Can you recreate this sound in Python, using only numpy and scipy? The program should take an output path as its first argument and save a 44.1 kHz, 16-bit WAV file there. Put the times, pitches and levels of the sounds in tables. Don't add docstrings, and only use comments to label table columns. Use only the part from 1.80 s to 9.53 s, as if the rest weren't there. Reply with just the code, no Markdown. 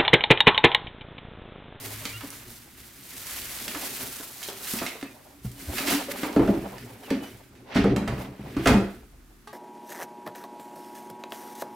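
import sys
import numpy as np
from scipy import signal
from scipy.fft import rfft, irfft, next_fast_len
from scipy.io import wavfile
from scipy.ndimage import uniform_filter1d

SR = 44100
rng = np.random.default_rng(int(sys.argv[2]) if len(sys.argv) > 2 else 0)


def boost_factor(decibels):
    exponent = np.asarray(decibels, float) / 20
    return 10 ** exponent


def output_pcm(signal):
    pcm = np.clip(np.atleast_2d(signal).T, -1, 1) * 32767
    wavfile.write(sys.argv[1], SR, np.round(pcm).astype(np.int16))


N = 340893
TIME = np.arange(N) / SR

# frequency in Hz, level in dB, t60 in seconds.
BIN_MODES = [(184.5, -3, 0.15), (199, -2.5, 0.32), (237, 3, 0.12), (280, 4.5, 0.099), (300, 4, 0.031),
             (342, -0.5, 0.084), (372, 1, 0.086), (416.5, 2, 0.069), (474, -1, 0.064), (551, -4, 0.073),
             (596, -3, 0.068), (668, -1.5, 0.072), (786, -10.5, 0.092), (834, -11, 0.092)]
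# frequency in Hz, level in dB, t60 in seconds.
TABLE_MODES = [(39.9, -1.5, 0.5), (65.9, 11, 0.23), (102.7, 7.5, 0.17), (125.2, 13.5, 0.14)]


def unit(x):
    return x / np.sqrt(np.mean(x ** 2))


def colour(x, curve, share=1):
    hz, db = np.transpose(curve)
    length = x.shape[-1]
    size = next_fast_len(length)
    bins = np.log(np.arange(size // 2 + 1) * SR / size + 1)
    gain = boost_factor(share * np.interp(bins, np.log(hz), db))
    return irfft(rfft(x, size) * gain, size)[..., :length]


def band(x, lo_hz, hi_hz, order=2):
    return signal.sosfilt(signal.butter(order, [lo_hz, hi_hz], "band", fs=SR, output="sos"), x)


def walk(rate):
    hold = int(SR / rate)
    levels = rng.standard_normal(N // hold + 1)
    return uniform_filter1d(np.repeat(levels, hold), hold)[:N]


def rings(modes, size=22050):
    hz, db, t60 = np.transpose(modes)[:, :, None]
    t = TIME[:size]
    return boost_factor(db - 60 * t / t60) * np.sin(2 * np.pi * hz * t)


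def add(out, s, x):
    i = int(s * SR)
    out[..., i:i + x.shape[-1]] += x[..., :N - i]


def add_peak(out, s, db, x):
    add(out, s, boost_factor(db) * x / abs(x).max())


def spread(mid, side, db, share=0.55):
    # frequency in Hz, side minus mid in dB.
    width = [(60, -23), (110, -21), (380, -15), (700, -9), (1290, -8), (4400, -5), (8120, -4), (15000, -4)]
    return mid + boost_factor(db) * colour(side, width, share) * np.array([[1], [-1]])


def grains(scatter_db, flicker_db, rate):
    scatter = np.minimum(rng.exponential(size=(2, N)), 6)
    size = boost_factor(scatter_db * scatter + flicker_db * walk(rate))
    return rng.standard_normal((2, N)) * size


def gestures(moves):
    power = np.zeros((2, N))
    for s, db, swell, fade, linked_db in moves:
        rise = (s - TIME) / max(swell, .02)
        fall = (TIME - s) / max(fade, .005)
        away = np.where(TIME < s, rise, fall)
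        power += boost_factor(2 * np.array([[db], [db + linked_db]])) * 10 ** -away
    return np.sqrt(power)


def paper():
    # peak time in seconds, crackle level in dB,
    # swell and fade in seconds per 10 dB, heap body minus crackle in dB.
    stirs = [(.06, -35.5, -2, 0, -10.5), (.24, -42.5, 6.5, .5, -5.5), (.53, -47, -0.5, 0.1, -11),
             (.7, -49, -1.2, 0.16, -15), (.98, -49.5, 0, 0.13, -5.5), (1.36, -45, 0.26, 1.1, -8.5),
             (1.52, -37.5, 0.16, 0.78, -8.5), (1.83, -43, 0.14, 0.28, -5), (2.08, -36, 0.05, 0, -6),
             (2.22, -36, 0.25, 0.14, -9), (2.42, -43.5, 0.57, 0.07, -10), (2.7, -38.5, 0.2, 0.02, -15),
             (2.91, -32, 0.09, 0.13, -13), (3.06, -41, 0.3, -0.23, -5), (3.65, -51, -0.5, 0.8, -13),
             (3.8, -43.5, -0.31, 0.29, -8), (3.97, -32.5, 0.0371, 0.0766, -2.5),
             (4.06, -43, 0.06, 0.1239, -1.5), (4.13, -26.5, 0.0679, 0.0485, -5.5),
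             (4.32, -33, -0.09, -0.0027, -2), (4.43, -40.5, 0.2, 0.08, -0.5), (4.68, -53, 0.27, 0.37, 4),
             (5.03, -54.5, 1.06, 0.32, -1), (5.24, -54.5, -0.3, 0.23, 4.5), (5.435, -50.5, -0.5, 0.14, 0)]
    slides = [(5.32, -64, 0.011, 0.057, 24), (5.972, -68.5, 0.034, 0.079, 39.5),
              (6.422, -52.5, 0.093, 0.052, 8), (6.723, -58.5, 0.21, .1, 6), (6.896, -45.5, 0.092, 0.063, 9),
              (7.148, -58.5, 0.16, 0.089, -1.5), (7.6, -68, 1.5, 1.5, -17)]
    # frequency in Hz, level in dB per Hz.
    crackle_curve = [(2350, -7.5), (4000, -3.5), (5920, -4.5), (13200, -2.5), (15000, -4), (16200, -9),
                     (16500, -46)]
    # frequency in Hz, level in dB per Hz.
    heap_curve = [(530, -41), (900, -4.5), (1250, 2), (1460, 4), (2180, 5.5), (6000, -10), (7800, -37),
                  (13200, -120)]
    crackle_gain, heap_gain = gestures(stirs + slides)
    crackle = unit(colour(grains(3.3, 1.58, 70), crackle_curve)) * crackle_gain
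    muffled = colour(grains(3.0, 2.0, 90), heap_curve)
    heap = unit(band(muffled, 780, 9700)) * heap_gain
    return spread(*(crackle + heap), -3.0)


def knocks():
    # start in seconds, peak in dB, strongest ring in Hz, hardness in dB.
    knuckles = [(0.065, -35, 262, -11), (0.255, -32, 253, -3.5), (0.434, -31.5, 292, -6.5),
                (0.715, -47, 244, -19.5), (1.817, -36.5, 236, -12.5), (1.879, -28.5, 625, -5),
                (1.956, -29.5, 298, -2.5), (2.4, -36, 265, 0.5), (2.686, -31.5, 393, 0.5),
                (2.806, -42.5, 260, 1.5), (2.937, -22.5, 237, -12), (3.015, -24, 259, -3.5),
                (3.153, -40, 450, 2), (3.228, -27, 280, -8.5)]
    # start in seconds, peak in dB, strongest ring in Hz,
    # hardness in dB, table thump in dB.
    bumps = [(3.647, -28.5, 204, -26, -0.5), (3.825, -37, 282, -20, -13), (3.885, -27, 275, -14, -12),
             (4.005, -26.5, 271, -1.5, -32), (4.077, -25, 298, -5, -38), (4.12, -17.5, 270, -8, -29),
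             (4.284, -27.5, 556, -7.5, -25), (4.433, -19, 300, -1.5, -29), (4.563, -7.5, 300, -15, -21),
             (4.595, -8.5, 325, -19, -16), (4.621, -17.5, 345, -23, -13), (4.648, -20.5, 382, -9, -20),
             (4.678, -9.5, 330.4, -18.5, -27), (4.687, -11.5, 206, -21, -18), (4.738, -21, 312, -24, -20),
             (4.765, -22.5, 300, -28, -11), (4.824, -28, 207, -18, -17), (4.895, -42, 199, -2, -22),
             (5.309, -13, 268, -30, -33), (5.346, -24.5, 237, -23, -23), (5.418, -30, 280, -24, -23)]
    seats = [(5.957, -8, 214.6, -12, -17.5), (5.969, -12, 280, -12.5, -16), (5.989, -16, 415, -23, -6),
             (6.042, -9, 199, -14, -14), (6.054, -11.5, 397, -16, -17), (6.103, -14.5, 280, -24, -10),
             (6.128, -18, 318, -30, -10), (6.167, -14.5, 199, -13.5, -23), (6.224, -21, 213, -12, -17),
             (6.276, -24.5, 220, 0, -2), (6.32, -19, 199, -17, -6.5), (6.381, -22, 193, -15, -12),
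             (6.486, -33.5, 203, -16, -7), (6.594, -29.5, 214, -19, -10), (6.637, -31, 151, -22, -9),
             (6.664, -35, 180, -28, -8), (6.767, -16.5, 300, -13.5, -14), (6.795, -20.5, 331, -26, -11),
             (6.859, -7, 396, -5.5, -14), (6.874, -10.5, 280, -8, -19), (6.894, -8.5, 234, -8, -12),
             (6.917, -12.5, 369, -11, -9), (6.943, -9, 202, -15, -14.5), (6.972, -23, 270, -11, -14),
             (7.0, -20, 324, -10, -11)]
    knuckle_thump_db, rattle_s = -25, 0.026
    blows = [(*k, knuckle_thump_db) for k in knuckles] + bumps + seats

    out, t = np.zeros(N), TIME[:8192]
    table_ring = [1, -1, 1, -1] @ rings(TABLE_MODES, size=50000)
    modes = np.array(BIN_MODES)
    hz = modes[:, 0]
    for s, db, ring_hz, hard_db, thump_db in blows:
        chance = rng.standard_normal((2, len(hz)))
        judder = rng.standard_normal((2, len(t)))
        push = 0.036 * judder[0] * np.exp(-t / rattle_s)
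        push[0] = 1
        detune = np.stack([1 + 0.027 * chance[0], hz ** 0, hz ** 0], axis=1)
        walls = rings(modes * detune, size=len(t))
        near_db = 11.8 * np.exp(-(np.log(hz / ring_hz) / 0.12) ** 2)
        wall_ring = (np.sign(chance[1]) * boost_factor(near_db)) @ walls
        body = band(signal.fftconvolve(push, wall_ring), 122, 1800)
        decay = np.exp(-t / (0.81 * rattle_s)) + 0.48 * np.exp(-t / 0.00057)
        hard = band(judder[1] * decay, 386, 1470)
        thump = band(signal.fftconvolve(push, table_ring), 28, 270)
        spot = rings([(ring_hz, 0, .14)], size=len(t))[0]
        add_peak(out, s, db - 6.0, spot)
        add_peak(out, s, db - 3.5, body)
        add_peak(out, s, db + hard_db + 0.7, hard)
        add_peak(out, s, db + thump_db + 1.5, thump)
    return out


def tap():
    # frequency in Hz, level in dB, t60 in seconds.
    casing = [(425, -11, 0.17), (690, -11, 0.069), (846, -4, 0.11), (1130, -4, 0.07), (1220, -7, 0.08),
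              (1580, -7, 0.06), (1920, -12, 0.11)]
    out = np.zeros(N)
    ring = (-1) ** np.arange(len(casing)) @ rings(casing)
    add_peak(out, 7.6725, -32, ring)
    return out


def clacks():
    # start in seconds, peak in dB,
    # centre in Hz, length in seconds.
    flicks = [(0.2533, -17, 2400, 0.0072), (0.408, -28, 1290, 0.012), (0.504, -20, 10700, 0.0011),
              (0.527, -33.5, 1300, 0.0072), (1.562, -26, 3000, .003), (1.618, -24, 3000, .002),
              (1.652, -33, 2950, .003), (1.787, -26.5, 3000, .003), (2.02, -25, 2600, 0.025),
              (1.88, -16.5, 2400, 0.0035), (1.947, -22.5, 1290, 0.012), (2.618, -29.5, 1320, .006),
              (2.629, -21.5, 3300, 0.006), (2.636, -23, 4270, 0.0033), (2.686, -23, 3170, 0.01),
              (2.87, -24.5, 2080, 0.014), (2.987, -20.5, 2250, 0.0098), (3.052, -27, 2000, 0.0082),
              (3.064, -17.5, 1960, 0.016), (3.212, -29.5, 2120, 0.0076), (3.227, -26, 1750, 0.0033),
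              (3.651, -38, 1210, 0.02)]
    rims = [(3.982, -14.5, 2090, 0.0094), (4.07, -15.5, 2200, 0.071), (4.393, -32, 4730, .004),
            (4.432, -21, 2300, 0.0096), (4.528, -29, 3500, 0.0068), (4.561, -29, 1700, 0.014),
            (4.675, -31, 1900, 0.0073), (4.982, -28, 1800, 0.0049), (5.304, -20, 1510, 0.0059),
            (5.752, -47, 1930, 0.03), (5.907, -49, 1890, 0.01), (5.94, -51, 1930, 0.012),
            (5.94, -41, 1910, .012), (5.948, -26, 1890, 0.014), (5.959, -23.5, 2030, 0.033),
            (6.04, -29, 1700, 0.009), (6.162, -16, 1250, 0.0057), (6.277, -18, 1230, 0.0087),
            (6.395, -37, 1490, .01), (6.766, -30.5, 2270, 0.01), (6.8, -39, 1450, 0.014),
            (6.857, -14, 1530, 0.01), (6.8717, -7, 1690, 0.011), (7.674, -36, 2400, 0.01)]
    flick_tick_db, flick_edge_db = -5, -39
    rim_tick_db, rim_edge_db = -35, -50
    hits = [(*c, flick_tick_db, flick_edge_db) for c in flicks]
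    hits += [(*c, rim_tick_db, rim_edge_db) for c in rims]

    out, t = np.zeros(N), TIME[:8192]
    for s, db, hz, length, tick_db, edge_db in hits:
        decay_s = np.array([[max(length, .001)], [.006], [.0004]])
        burst = rng.standard_normal((3, len(t))) * np.exp(-t / decay_s)
        tone = band(burst[0], hz / 1.6, hz * 1.8, order=1)
        edge = band(burst[1], 4500, 19500, order=1)
        tick = band(burst[2], hz / 2.2, min(hz * 2.5, 19500), order=1)
        ring = rings([(hz, 0, .02)], size=len(t))[0]
        add_peak(out, s, db - 17.0, ring)
        add_peak(out, s, db - 4.0, tone)
        add_peak(out, s, db + edge_db + .5, edge)
        add_peak(out, s, db + tick_db, tick)
    return out


def squeaks():
    # start in
    # seconds, length in seconds, first pitch in Hz, last pitch in Hz, level in dB.
    clear = [(3.245, .055, 2620, 2570, -52), (3.29, .05, 2480, 2400, -58), (5.39, .11, 2960, 3010, -51),
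             (5.51, .03, 3000, 3000, -58), (5.43, .08, 6150, 5750, -61), (5.23, .065, 3200, 2500, -54),
             (3.755, .05, 2980, 2980, -60), (0, .26, 104, 108, -45), (.29, .16, 106, 112, -43),
             (.2, .05, 650, 560, -52), (.215, .03, 1050, 1150, -53)]
    rough_tones = [(.32, .075, 2760, 2860, -44), (.32, .065, 1380, 1400, -52), (5.2, .09, 450, 390, -51),
                   (7.15, .57, 42, 40, -54), (.27, .07, 2000, 2550, -52), (3.5, .14, 290, 285, -57),
                   (3.7, .3, 280, 285, -49), (4.0, .13, 285, 285, -39), (4.112, .095, 290, 285, -27),
                   (4.435, .08, 290, 300, -35), (5.305, .1, 275, 240, -31), (5.39, .07, 260, 290, -41),
                   (6.17, .12, 205, 200, -31), (3.868, .055, 82, 76, -33)]
    clear_rough, tone_rough = .09, .5
    slips = [(*q, clear_rough) for q in clear] + [(*q, tone_rough) for q in rough_tones]

    out, waver = np.zeros(N), np.array([walk(150), walk(72)])
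    for s, length, first_hz, last_hz, db, rough in slips:
        size = int(length * SR)
        pitch, strength = rough * waver[:, int(s * SR):][:, :size]
        hz = np.linspace(first_hz, last_hz, size) * (1 + .05 * pitch)
        phase = 2 * np.pi * np.cumsum(hz) / SR
        level = boost_factor(db + 3 + 3.5 * strength) * np.sqrt(np.hanning(size))
        add(out, s, level * np.sin(phase))
    return out


def drag():
    # peak time in seconds, wall rub in dB,
    # swell and fade in seconds per 10 dB, rim rub minus wall in dB.
    rubs = [(.01, -43.5, .1, 0.26, -1.5), (.9, -55.5, 6.9, 8.0, -5.5), (2.07, -42.5, 0.3, 0.24, -1),
            (3.05, -58.5, 0.86, 0.52, 8), (3.85, -44, 0.074, 0.33, -21.5), (4.11, -32.5, 0.12, 0.15, 1),
            (4.48, -40, 0.29, 0.54, 2), (4.72, -33.5, 0.3, 0.045, 1), (4.99, -54, 0.065, 0.4, 1),
            (5.23, -43.5, 0.12, 0.086, -9), (5.45, -46, 0.11, 0.13, -1), (5.98, -31, 0.033, 0.087, 4),
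            (6.13, -25, 0.11, 0.053, -24), (6.22, -39, 0.045, 0.2, -9), (6.42, -37, 0.11, .05, 0),
            (6.65, -48, 0.3, 0.17, -3), (6.8, -33, 0.098, .1, -5.5), (6.93, -35, 0.06, 0.091, -4),
            (7.06, -49, 0.045, .25, -4.5)]
    # peak time in seconds, top hum in dB,
    # swell and fade in seconds per 10 dB, leg rumble minus top in dB.
    loads = [(.1, -49, .3, 0.95, 0), (1.01, -63, 0.48, 0.39, 7.5), (1.5, -61.5, 5.0, 8.0, 0.5),
             (1.78, -61, 0.25, .3, 12), (2.07, -54, 0.56, 0.72, -17.5), (3.85, -61, 0.23, 0.45, 17.5),
             (4.7, -37.5, 0.051, 0.13, -13), (4.84, -58, .2, .12, 15), (4.99, -50.5, .1, 0.44, -12),
             (5.57, -56, 0.25, 0.51, 5), (6.13, -36, 0.083, 0.14, -10), (6.44, -60, 0.35, 0.23, 8.5),
             (6.78, -36, 0.093, .15, -15), (6.93, -38, .1, .07, -4), (7.06, -60, .1, 0.36, 16.5)]
    wall_gain, rim_gain = gestures(rubs)
    top_gain, leg_gain = gestures(loads)
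    rub = rng.standard_normal((3, N)) * boost_factor(4.0 * walk(25) - 1.5)
    table = rings(TABLE_MODES)
    wall_ring = (-1) ** np.arange(len(BIN_MODES)) @ rings(BIN_MODES)
    wall = band(signal.fftconvolve(rub[0], wall_ring)[:N], 236, 448)
    wall = unit(wall) * wall_gain * boost_factor(-3.0)
    rim = unit(band(grains(1.8, 6.5, 40), 463, 946)) * rim_gain * boost_factor(-3.5)
    top = unit(signal.fftconvolve(rub[1], table[2] - table[3])[:N]) * top_gain * boost_factor(-1.7)
    leg = unit(signal.fftconvolve(rub[2], table[0] - table[1])[:N]) * leg_gain * boost_factor(-5.5)
    return wall + spread(*rim, 0.69) + top + leg


def room(x, db):
    # centre in Hz, t60 in seconds, level in dB.
    ranges = [(150, 0.35, -4.5), (593, 0.4, 1), (2400, 0.46, 1), (9050, 0.4, -0.5)]
    t, tail = TIME[:30000], 0
    build_up = 1 - np.exp(-t / 0.0018)
    for hz, t60, range_db in ranges:
        bell = [(hz / 4, -40), (hz / 2, -3), (hz, 0), (hz * 2, -3), (hz * 4, -40)]
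        noise = colour(rng.standard_normal((2, len(t))), bell)
        tail = tail + noise * boost_factor(range_db - 60 * t / t60) * build_up
    tail = tail / np.sqrt((tail[0] ** 2).sum())
    mid, side = signal.fftconvolve(x[None], tail)[:, :N]
    return boost_factor(db) * spread(mid, side, 3.8, share=1.31)


def air():
    # frequency in Hz, level in dB per Hz.
    tone_curve = [(15, -34), (25, -12), (108, 0), (368, -2), (433, -24), (1220, -15.5), (1470, -15),
                  (3230, -23), (12900, -28), (15200, -29), (16500, -39)]
    noise = unit(colour(rng.standard_normal((2, N)), tone_curve))
    mid, side = noise * boost_factor(-58 + 0.39 * walk(2.3))
    return spread(mid, side, 1.0)


def scene():
    boom, edges, chirps = knocks() + tap(), clacks(), squeaks()
    tails = room(boom, -5.0) + room(edges, -3.5)
    edges = edges * boost_factor(np.array([[-.5], [.5]]) * 3.4)
    return paper() + drag() + boom + edges + chirps + tails + air()


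def band_limit(x):
    return signal.sosfilt(signal.butter(12, 15950, fs=SR, output="sos"), x)


def record(dry):
    # frequency in Hz, left minus right in dB.
    lean = [(60, 0.0), (380, 0.0), (700, -0.5), (1290, -1.5), (2380, -2.0), (4400, -1.0), (8120, 0.0),
            (15000, -1.0)]
    heard = np.array([colour(dry[0], lean, share=.5), colour(dry[1], lean, share=-.5)])
    top_cut = signal.ellip(14, .1, 90, 15950, fs=SR, output="sos")
    return band_limit(signal.sosfilt(top_cut, heard))


dry = scene()
out = record(dry)
output_pcm(out)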